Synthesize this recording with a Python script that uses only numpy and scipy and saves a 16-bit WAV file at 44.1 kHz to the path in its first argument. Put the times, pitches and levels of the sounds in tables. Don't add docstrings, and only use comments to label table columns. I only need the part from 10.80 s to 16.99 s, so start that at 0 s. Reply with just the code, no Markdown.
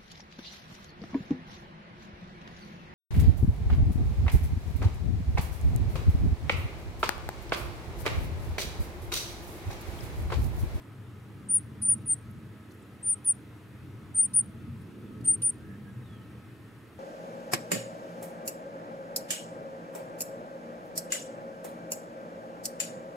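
import sys
import numpy as np
from scipy import signal
from scipy.fft import rfft, irfft, next_fast_len
from scipy.io import wavfile
from scipy.ndimage import uniform_filter1d, map_coordinates

SR = 44100
rng = np.random.default_rng(int(sys.argv[2]) if len(sys.argv) > 2 else 0)


def inscribe(sig):
    pcm = np.round(np.clip(np.atleast_2d(sig).T, -1, 1) * 32767)
    wavfile.write(sys.argv[1], SR, pcm.astype(np.int16))


def linear_from_db(decibels):
    return 10 ** (np.asarray(decibels, float) / 20)


N = 272979
T = np.arange(N) / SR


def unit(x):
    return x / np.sqrt(np.mean(x ** 2) + 1e-20)


def along(points, hz):
    f, v = np.transpose(points)
    return np.interp(np.log(hz + 1), np.log(f + 1), v)


def wobble(rate):
    knots = rng.standard_normal(int(N * rate / SR) + 4)
    return map_coordinates(knots, [T * rate])


def filtered(x, response):
    m = next_fast_len(x.shape[-1] + 8192)
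    shaped = rfft(x, m) * response(np.fft.rfftfreq(m, 1 / SR))
    return irfft(shaped, m)[..., :x.shape[-1]]


def curved(s, value, t):
    rise = np.diff(value)
    slopes = np.pad(rise / np.diff(s), 1, "edge")
    before, after = slopes[:-1], slopes[1:]
    slope = 2 * np.clip(before * after, 0, None) / (before + after + 1e-9)
    k = np.clip(np.searchsorted(s, t) - 1, 0, len(s) - 2)
    step = s[k + 1] - s[k]
    u = (t - s[k]) / step
    leave = (1 - u) * (slope[k] * step - rise[k])
    arrive = u * (slope[k + 1] * step - rise[k])
    return value[k] + u * rise[k] + u * (1 - u) * (leave - arrive)


def rush(spectrum, alike, patchy_db):
    z = signal.stft(rng.standard_normal((2, N)), nperseg=1024)[2]
    field = uniform_filter1d(rng.standard_normal(z.shape[1:]), size=4, axis=0)
    field = uniform_filter1d(field, size=8, axis=1)
    pair = signal.istft(z * linear_from_db(patchy_db * unit(field)), nperseg=1024)[1][:, :N]

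    def mid_side(hz):
        turn = np.arccos(np.clip(along(alike, hz), -1, 1)) / 2
        return linear_from_db(along(spectrum, hz)) * [np.cos(turn), np.sin(turn)]

    mid, side = filtered(pair, mid_side)
    return unit(np.array([mid + side, mid - side]))


def glides(rows, shoulder):
    out = np.zeros(N)
    for s, length, first_hz, last_hz, db in rows:
        on = (T >= s) & (T < s + length)
        u = (T[on] - s) / length
        hz = first_hz + (last_hz - first_hz) * u
        phase = 2 * np.pi * (np.cumsum(hz) / SR + rng.random())
        swell = np.abs(np.sin(np.pi * u)) ** shoulder
        out[on] += np.sqrt(2) * linear_from_db(db) * swell * np.sin(phase)
    return out


# frequency in Hz, density in dB per Hz.
AIR_HISS = [(25, -15.5), (2000, -0.5), (5500, -2.5), (10000, -1), (15700, -3), (15800, -120)]


def air():
    alike = [(3000, .3), (5000, 0.34), (5900, 0.99), (9000, 0.82), (9900, 0.9), (15000, 0.054)]
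    return linear_from_db(-69.5) * rush(AIR_HISS, alike, patchy_db=-1.5)


# time in seconds, heavy engines, vans and light engines in dB.
TRAFFIC_SWELLS = [(0.0, -55, -59, -60), (0.05, -50.5, -58, -57.5), (1.28, -45.5, -47, -53.5),
                  (1.4, -50, -61, -57.5), (1.48, -45, -50, -58), (1.9, -53.5, -57, -57.5),
                  (2.88, -53, -58.5, -57.5), (3.1, -45.5, -56, -55.5), (3.69, -49, -48, -58),
                  (3.72, -49, -55, -55.5), (3.88, -44.5, -45, -53), (3.91, -39.5, -49.5, -56.5),
                  (4.14, -52.5, -50.5, -53), (4.43, -42.5, -44.5, -47.5), (4.69, -49, -51, -52),
                  (5.17, -47, -50.5, -56), (6.17, -55, -62.5, -57.5), (6.19, -57, -64.5, -59)]
# frequency in Hz, density in dB per Hz.
HEAVY_DRONE = [(18, -58.5), (30, -23.5), (48, -22), (79, -7), (102, 1), (124, 2), (170, -15), (220, -37.5),
               (370, -120)]
# frequency in Hz, density in dB per Hz.
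VAN_DRONE = [(88, -39), (150, -8), (198, 1), (240, -2.5), (290, -31), (400, -120)]
# frequency in Hz, density in dB per Hz.
LIGHT_DRONE = [(150, -120), (220, -27.5), (262, -8), (296, -2.5), (372, -12), (426, -11.5), (550, -23.5),
               (720, -52.5), (1210, -120)]
# frequency in Hz, density in dB per Hz.
TYRE_ROAR = [(300, -11.5), (500, 0.5), (700, -2), (1300, 0), (1900, -3), (2300, -6), (3500, -11.5),
             (5500, -22), (9000, -49.5)]
# frequency in Hz, left-right likeness from 0 to 1.
TRAFFIC_ALIKE = [(30, .35), (60, 0.94), (130, 0.97), (290, 0.89), (640, 0.86), (1410, .62), (3100, .35)]


def traffic():
    s, *levels = np.transpose(TRAFFIC_SWELLS)
    heavy_db, van_db, light_db = (.9 * np.interp(T, s, level - level.mean()) for level in levels)
    heavy = rush(HEAVY_DRONE, TRAFFIC_ALIKE, patchy_db=0.7) * linear_from_db([[.7], [-.7]])
    vans = rush(VAN_DRONE, TRAFFIC_ALIKE, patchy_db=0.45) * linear_from_db([[-.8], [.8]])
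    light = rush(LIGHT_DRONE, TRAFFIC_ALIKE, patchy_db=1.2) * linear_from_db([[-1.2], [1.2]])
    tyres = rush(TYRE_ROAR, TRAFFIC_ALIKE, patchy_db=1.1) * linear_from_db([[.3], [-.3]])
    out = linear_from_db(-47.5 + heavy_db + 0.29 * wobble(26)) * heavy
    out += linear_from_db(-52 + van_db + 0.3 * wobble(17)) * vans
    out += linear_from_db(-54.5 + light_db + 0.25 * wobble(7.7)) * light
    return out + linear_from_db(-59.5 + 0.39 * wobble(9.8)) * tyres


# frequency in Hz, width in Hz, level in dB, start in seconds.
MACHINE_TONES = [(641, 13, -79, -3), (1285, 8, -71.5, -0.5), (1330, 41, -78, 5), (2563, 2.2, -79, 1.5),
                 (1828, 8.76, -75, 4.5)]


def machine():
    out = np.zeros(N)
    for hz, width_hz, db, start in MACHINE_TONES:
        phase = 2 * np.pi * np.cumsum(hz + .4 * width_hz * wobble(25)) / SR
        fade_in = np.clip((T - start) / 0.1 + (start == 0), 0, 1)
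        out += np.sqrt(2) * linear_from_db(db + 2.6 * wobble(8)) * fade_in * np.sin(phase)
    return out


# start and length in seconds, first and last pitch in Hz, level in dB.
FAR_WHISTLES = [(0, .04, 8500, 8500, -75), (4.23, .09, 3600, 3280, -80), (5.22, .04, 3800, 3750, -74),
                (5.24, .07, 3760, 3420, -76), (5.285, .11, 3460, 3150, -68.5), (5.37, .12, 3180, 2640, -75),
                (4.28, .09, 3330, 3180, -79), (4.78, .09, 1290, 1340, -67), (4.8, .09, 1540, 1720, -64),
                (4.86, .1, 1640, 1700, -64.5), (4.86, .1, 1780, 1740, -66), (5.04, .06, 1780, 1700, -70),
                (4.93, .07, 1600, 1640, -68), (5.04, .07, 1600, 1660, -65), (5.1, .06, 1560, 1620, -69),
                (4.27, .1, 1250, 1290, -67), (4.39, .08, 1260, 1400, -68), (5.02, .07, 1760, 1720, -72)]


def far_birds():
    return glides(FAR_WHISTLES, shoulder=.7) * (1 + .5 * wobble(160))


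def echo(x, t60, early_db, early_t60):
    out = np.zeros((2, N + SR))
    t = np.arange(SR // 2) / SR
    hop = SR // 5
    for start in range(0, N, hop):
        decay = linear_from_db(-60 * t / t60) + linear_from_db(early_db - 60 * t / early_t60)
        tail = rng.standard_normal((2, len(t))) * decay / np.sqrt(t60 * SR / 14)
        wet = signal.fftconvolve(x[None, start:start + hop], tail, axes=1)
        out[:, start + 90:][:, :wet.shape[1]] += wet
    return out[:, :N]


# start and length in seconds, lowest frequency in Hz, shared level in dB, opposed level in dB.
BEAK_PUFFS = [(1.016, .018, 3814, -57, -52.5), (1.302, 0.0099, 3000, -58.5, -65.5),
              (1.341, .008, 3000, -60, -63), (1.907, 0.023, 3000, -64.5, -72.5),
              (2.444, .011, 2590, -60.5, -56.5), (2.465, .01, 3990, -58.5, -65),
              (3.532, .011, 3300, -56.5, -49), (4.409, .008, 3510, -64, -68), (4.439, 0.03, 2504, -63, -60),
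              (4.617, .012, 2577, -53, -46.5), (4.623, 0.011, 2593, -56.5, -52)]
# start and
# length in seconds, centre in Hz, level in dB.
NARROW_PUFFS = [(.018, .008, 11500, -70), (1.33, .014, 11500, -55), (1.504, .004, 11500, -66),
                (1.51, .005, 11200, -58), (1.905, .012, 4300, -67), (1.93, .03, 11500, -71),
                (1.143, .014, 9300, -46), (.764, .01, 8500, -57), (4.628, .01, 4300, -60),
                (4.552, .012, 9000, -48), (2.02, .014, 8000, -67), (2.328, .02, 10400, -58),
                (2.515, .012, 10400, -59), (4.018, .008, 11000, -68), (2.512, .014, 12200, -61),
                (3.446, .02, 11300, -62), (3.548, .02, 10700, -57), (4.51, .045, 10100, -61),
                (4.005, .02, 9000, -70), (2.444, .01, 3600, -66), (4.697, .016, 10500, -61),
                (4.408, .012, 4300, -67), (4.616, .02, 2900, -61), (4.446, .018, 2900, -65),
                (1.017, .018, 13000, -63), (4.618, .012, 12500, -56), (2.45, .025, 14500, -69),
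                (4.445, .02, 14000, -67), (1.3, .016, 13400, -63), (1.285, .045, 10200, -57),
                (3.54, .03, 10600, -56), (2.305, .04, 10200, -62), (2.452, .024, 12200, -65),
                (3.425, .03, 10200, -60)]


def rustles():
    out = np.zeros((2, N))
    top_hz = 15900
    rows = []
    for s, length, low_hz, db, side_db in BEAK_PUFFS:
        rows.append((s, length, np.sqrt(low_hz * top_hz), np.log2(top_hz / low_hz) / 2, db, side_db))
    for s, length, hz, db in NARROW_PUFFS:
        rows.append((s, length, hz, .15, db, db - 3))
    for s, length, centre_hz, octaves, db, side_db in rows:
        def band(hz):
            away = np.log2((hz + 1) / centre_hz) / octaves
            return np.exp(-away ** 8) / np.sqrt(hz + 5000)

        puff = unit(filtered(rng.standard_normal((2, 2048)), band))
        swell = np.sin(np.pi * np.clip(np.arange(2048) / SR / length, 0, 1))
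        mid, side = linear_from_db([[db], [side_db]]) * puff * swell
        out[:, round(s * SR):][:, :2048] += [mid + side, mid - side]
    return out


# start and length in seconds, first and last pitch in Hz, level in dB.
HELD_TONES = [(.775, .016, 9420, 9230, -37), (1.128, .015, 9520, 9400, -28), (1.332, .012, 9000, 8900, -32),
              (2.322, .02, 9240, 9400, -30), (2.514, .016, 9340, 9280, -35), (3.434, .032, 9620, 9330, -29),
              (3.602, .013, 9330, 9260, -33), (4.522, .036, 9420, 9200, -32),
              (4.684, .022, 9400, 9400, -31)]
# start and length in seconds, first and last pitch in Hz, level in dB.
STRAY_TONES = [(.727, .013, 9580, 9600, -29), (1.016, .034, 9500, 9340, -32),
               (1.306, .014, 9780, 9080, -35), (3.412, .014, 8790, 8930, -31),
               (3.534, .011, 10650, 10000, -46), (4.448, .024, 9080, 9200, -39),
               (4.497, .03, 8800, 9250, -30), (4.618, .012, 9660, 9530, -38), (.79, .012, 9550, 9650, -49),
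               (4.472, .01, 11500, 11450, -56), (4.452, .024, 11600, 11500, -66)]


def second_voice():
    return glides(HELD_TONES + STRAY_TONES, shoulder=.9) * linear_from_db(2.2 * wobble(200))


# time in seconds, pitch in Hz, level in dB.
OPENING_SQUEAKS = [
    [(.690, 8760, -41), (.7, 9050, -29), (.718, 9350, -24), (.735, 9405, -22), (.743, 9590, -17.5),
     (.757, 9735, -18), (.772, 9500, -20), (.787, 8460, -38)],
    [(2.231, 8480, -46), (2.24, 9015, -41), (2.255, 9320, -33.5), (2.27, 9150, -30), (2.295, 9220, -23.5),
     (2.31, 9345, -22), (2.33, 8880, -27), (2.344, 8460, -38)],
    [(3.345, 8550, -49), (3.354, 8900, -33), (3.364, 9110, -30.5), (3.396, 8825, -15), (3.411, 8880, -15),
     (3.423, 9235, -26), (3.435, 9395, -22), (3.464, 8480, -36)],
    [(4.446, 8640, -45), (4.456, 8830, -38), (4.472, 8955, -26), (4.487, 8800, -15), (4.512, 8810, -18.5),
     (4.527, 9240, -32), (4.54, 8900, -27), (4.548, 8700, -33), (4.556, 8480, -39)],
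]
# time in seconds, pitch in Hz, level in dB.
ANSWERING_SQUEAKS = [
    [(1.025, 8825, -42), (1.04, 9110, -30), (1.053, 9130, -25), (1.075, 9220, -26), (1.092, 9425, -17),
     (1.122, 9530, -19), (1.141, 8750, -29)],
    [(1.262, 9455, -44), (1.273, 9790, -39), (1.288, 8920, -30), (1.299, 8860, -25), (1.318, 8775, -21.5),
     (1.328, 9080, -24), (1.334, 8780, -20.5), (1.341, 8050, -36)],
    [(2.447, 10060, -46), (2.453, 10000, -38), (2.46, 9810, -31.5), (2.478, 9335, -22), (2.492, 9345, -18),
     (2.505, 9385, -16.5), (2.524, 8725, -33)],
    [(3.54, 9300, -36), (3.554, 9600, -22), (3.566, 9365, -16.5), (3.58, 9470, -16.5), (3.591, 9330, -16),
     (3.6, 9190, -23), (3.612, 8740, -29.5)],
    [(4.623, 8945, -35), (4.632, 9465, -26), (4.64, 9480, -26), (4.651, 9335, -20), (4.665, 9310, -19.5),
     (4.685, 9230, -26), (4.699, 8800, -27), (4.706, 8560, -38)],
]
# time and half width in seconds, depth from 0 to 1.
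VOICE_SLIPS = [(0.73, 0.0011, .8), (0.7366, .001, 0.6), (0.7769, .002, 0.94), (1.047, .002, 1),
               (1.08, 0.0043, 0.66), (1.108, .005, 0.1), (1.286, .002, .4), (1.317, .001, .5),
               (1.329, .002, .45), (1.337, .001, 0.7), (1.1325, .001, 1), (1.136, .001, 0.5),
               (2.325, .002, 0.45), (2.47, .003, 0.45), (2.484, .004, 0.4), (2.517, .002, 0.65),
               (3.378, .004, 0.3), (3.416, .002, .6), (3.557, 0.0018, 1), (3.584, .003, .25),
               (3.605, .002, 0.97), (4.469, 0.0033, 0.66), (4.63, .002, .7), (4.657, .004, .35),
               (4.687, .0015, 1)]


def chicks():
    pitch, size = np.zeros(N), np.zeros(N)
    edge_s, edge_db, scoop_hz, drop_hz = .005, 18, 230, 90
    bend = .7
    for note in sorted(OPENING_SQUEAKS + ANSWERING_SQUEAKS):
        first = np.subtract(note[0], (edge_s, scoop_hz, edge_db))
        last = np.add(note[-1], (edge_s, -drop_hz, -edge_db))
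        s, hz, db = np.transpose([first, *note, last])
        on = (T > s[0]) & (T < s[-1])
        pitch[T > s[0] - .01] = hz[0]
        pitch[T > s[0]] = hz[-1]
        pitch[on] = curved(s, hz, T[on])
        size[on] = np.interp(T[on], s, linear_from_db(bend * db)) ** (1 / bend)
    for s, width, depth in VOICE_SLIPS:
        size *= 1 - np.clip(depth, 0, 1) * np.exp(-((T - s) / width) ** 2)
    tremor_db, husk_db = 1.0 * wobble(90), .12 * wobble(1600)
    size = np.abs(uniform_filter1d(size, size=110)) * linear_from_db(tremor_db + husk_db)
    phase = 2 * np.pi * np.cumsum(pitch + 24 * wobble(140)) / SR
    whistle = np.sqrt(2) * size * np.sin(phase)
    main, other = signal.hilbert([whistle, second_voice()], next_fast_len(N))[:, :N]
    power = np.abs(main) ** 2 + np.abs(other) ** 2 + 1e-8
    mirror = .16 * other ** 2 * np.conj(main) / power
    both = main + other + mirror
    return np.real(both / (1 + np.abs(both) / .8))


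def nest(x, lean_db, lag, sway):
    balance = sway / 2 * wobble(35) * x
    arrival = (sway * wobble(35) - lag) * np.gradient(x)
    unlike = balance + arrival
    return x * linear_from_db([[lean_db], [-lean_db]]) + [unlike, -unlike]


def scene():
    background = traffic() + machine() + air()
    far = far_birds()
    near = linear_from_db(2.5) * chicks()
    ring = echo(near, t60=.27, early_db=12, early_t60=.06) * linear_from_db(2.5 * wobble(170))
    wet = linear_from_db(-31.3) * ring + linear_from_db(-5.5) * echo(far, t60=0.23, early_db=6, early_t60=.07)
    close = nest(near, lean_db=.75, lag=.045, sway=.11)
    return close + far + wet + rustles() + background


def masked(x, reach_db, slope_db, scatter_db):
    hz, _, z = signal.stft(x, SR, nperseg=1024)
    band = (hz // 520).astype(int)
    power = np.array([np.mean(np.abs(z[:, band == b]) ** 2, axis=(0, 1)) for b in range(band.max() + 1)])
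    under_khz = np.clip(7.9 - .52 * np.arange(len(power)), 0, None)[:, None]
    scatter = scatter_db * rng.standard_normal(power.shape)
    limit = power[8:].max(axis=0) * linear_from_db(reach_db - slope_db * under_khz + scatter) ** 2
    return signal.istft(z * (power > limit)[band], SR, nperseg=1024)[1][:, :N]


def top_cut(x):
    return signal.sosfilt(signal.butter(12, 16440, fs=SR, output="sos"), x)


def record(dry):
    loud = np.abs(uniform_filter1d(dry[0] ** 2, size=1600))
    gain = (1 + loud / linear_from_db(-30) ** 2) ** -.11
    kept = masked(dry, reach_db=-45.5, slope_db=20, scatter_db=8)
    kept = filtered(kept, lambda hz: hz < 16420)
    return top_cut(kept * gain)


dry = scene()
out = record(dry)
inscribe(out)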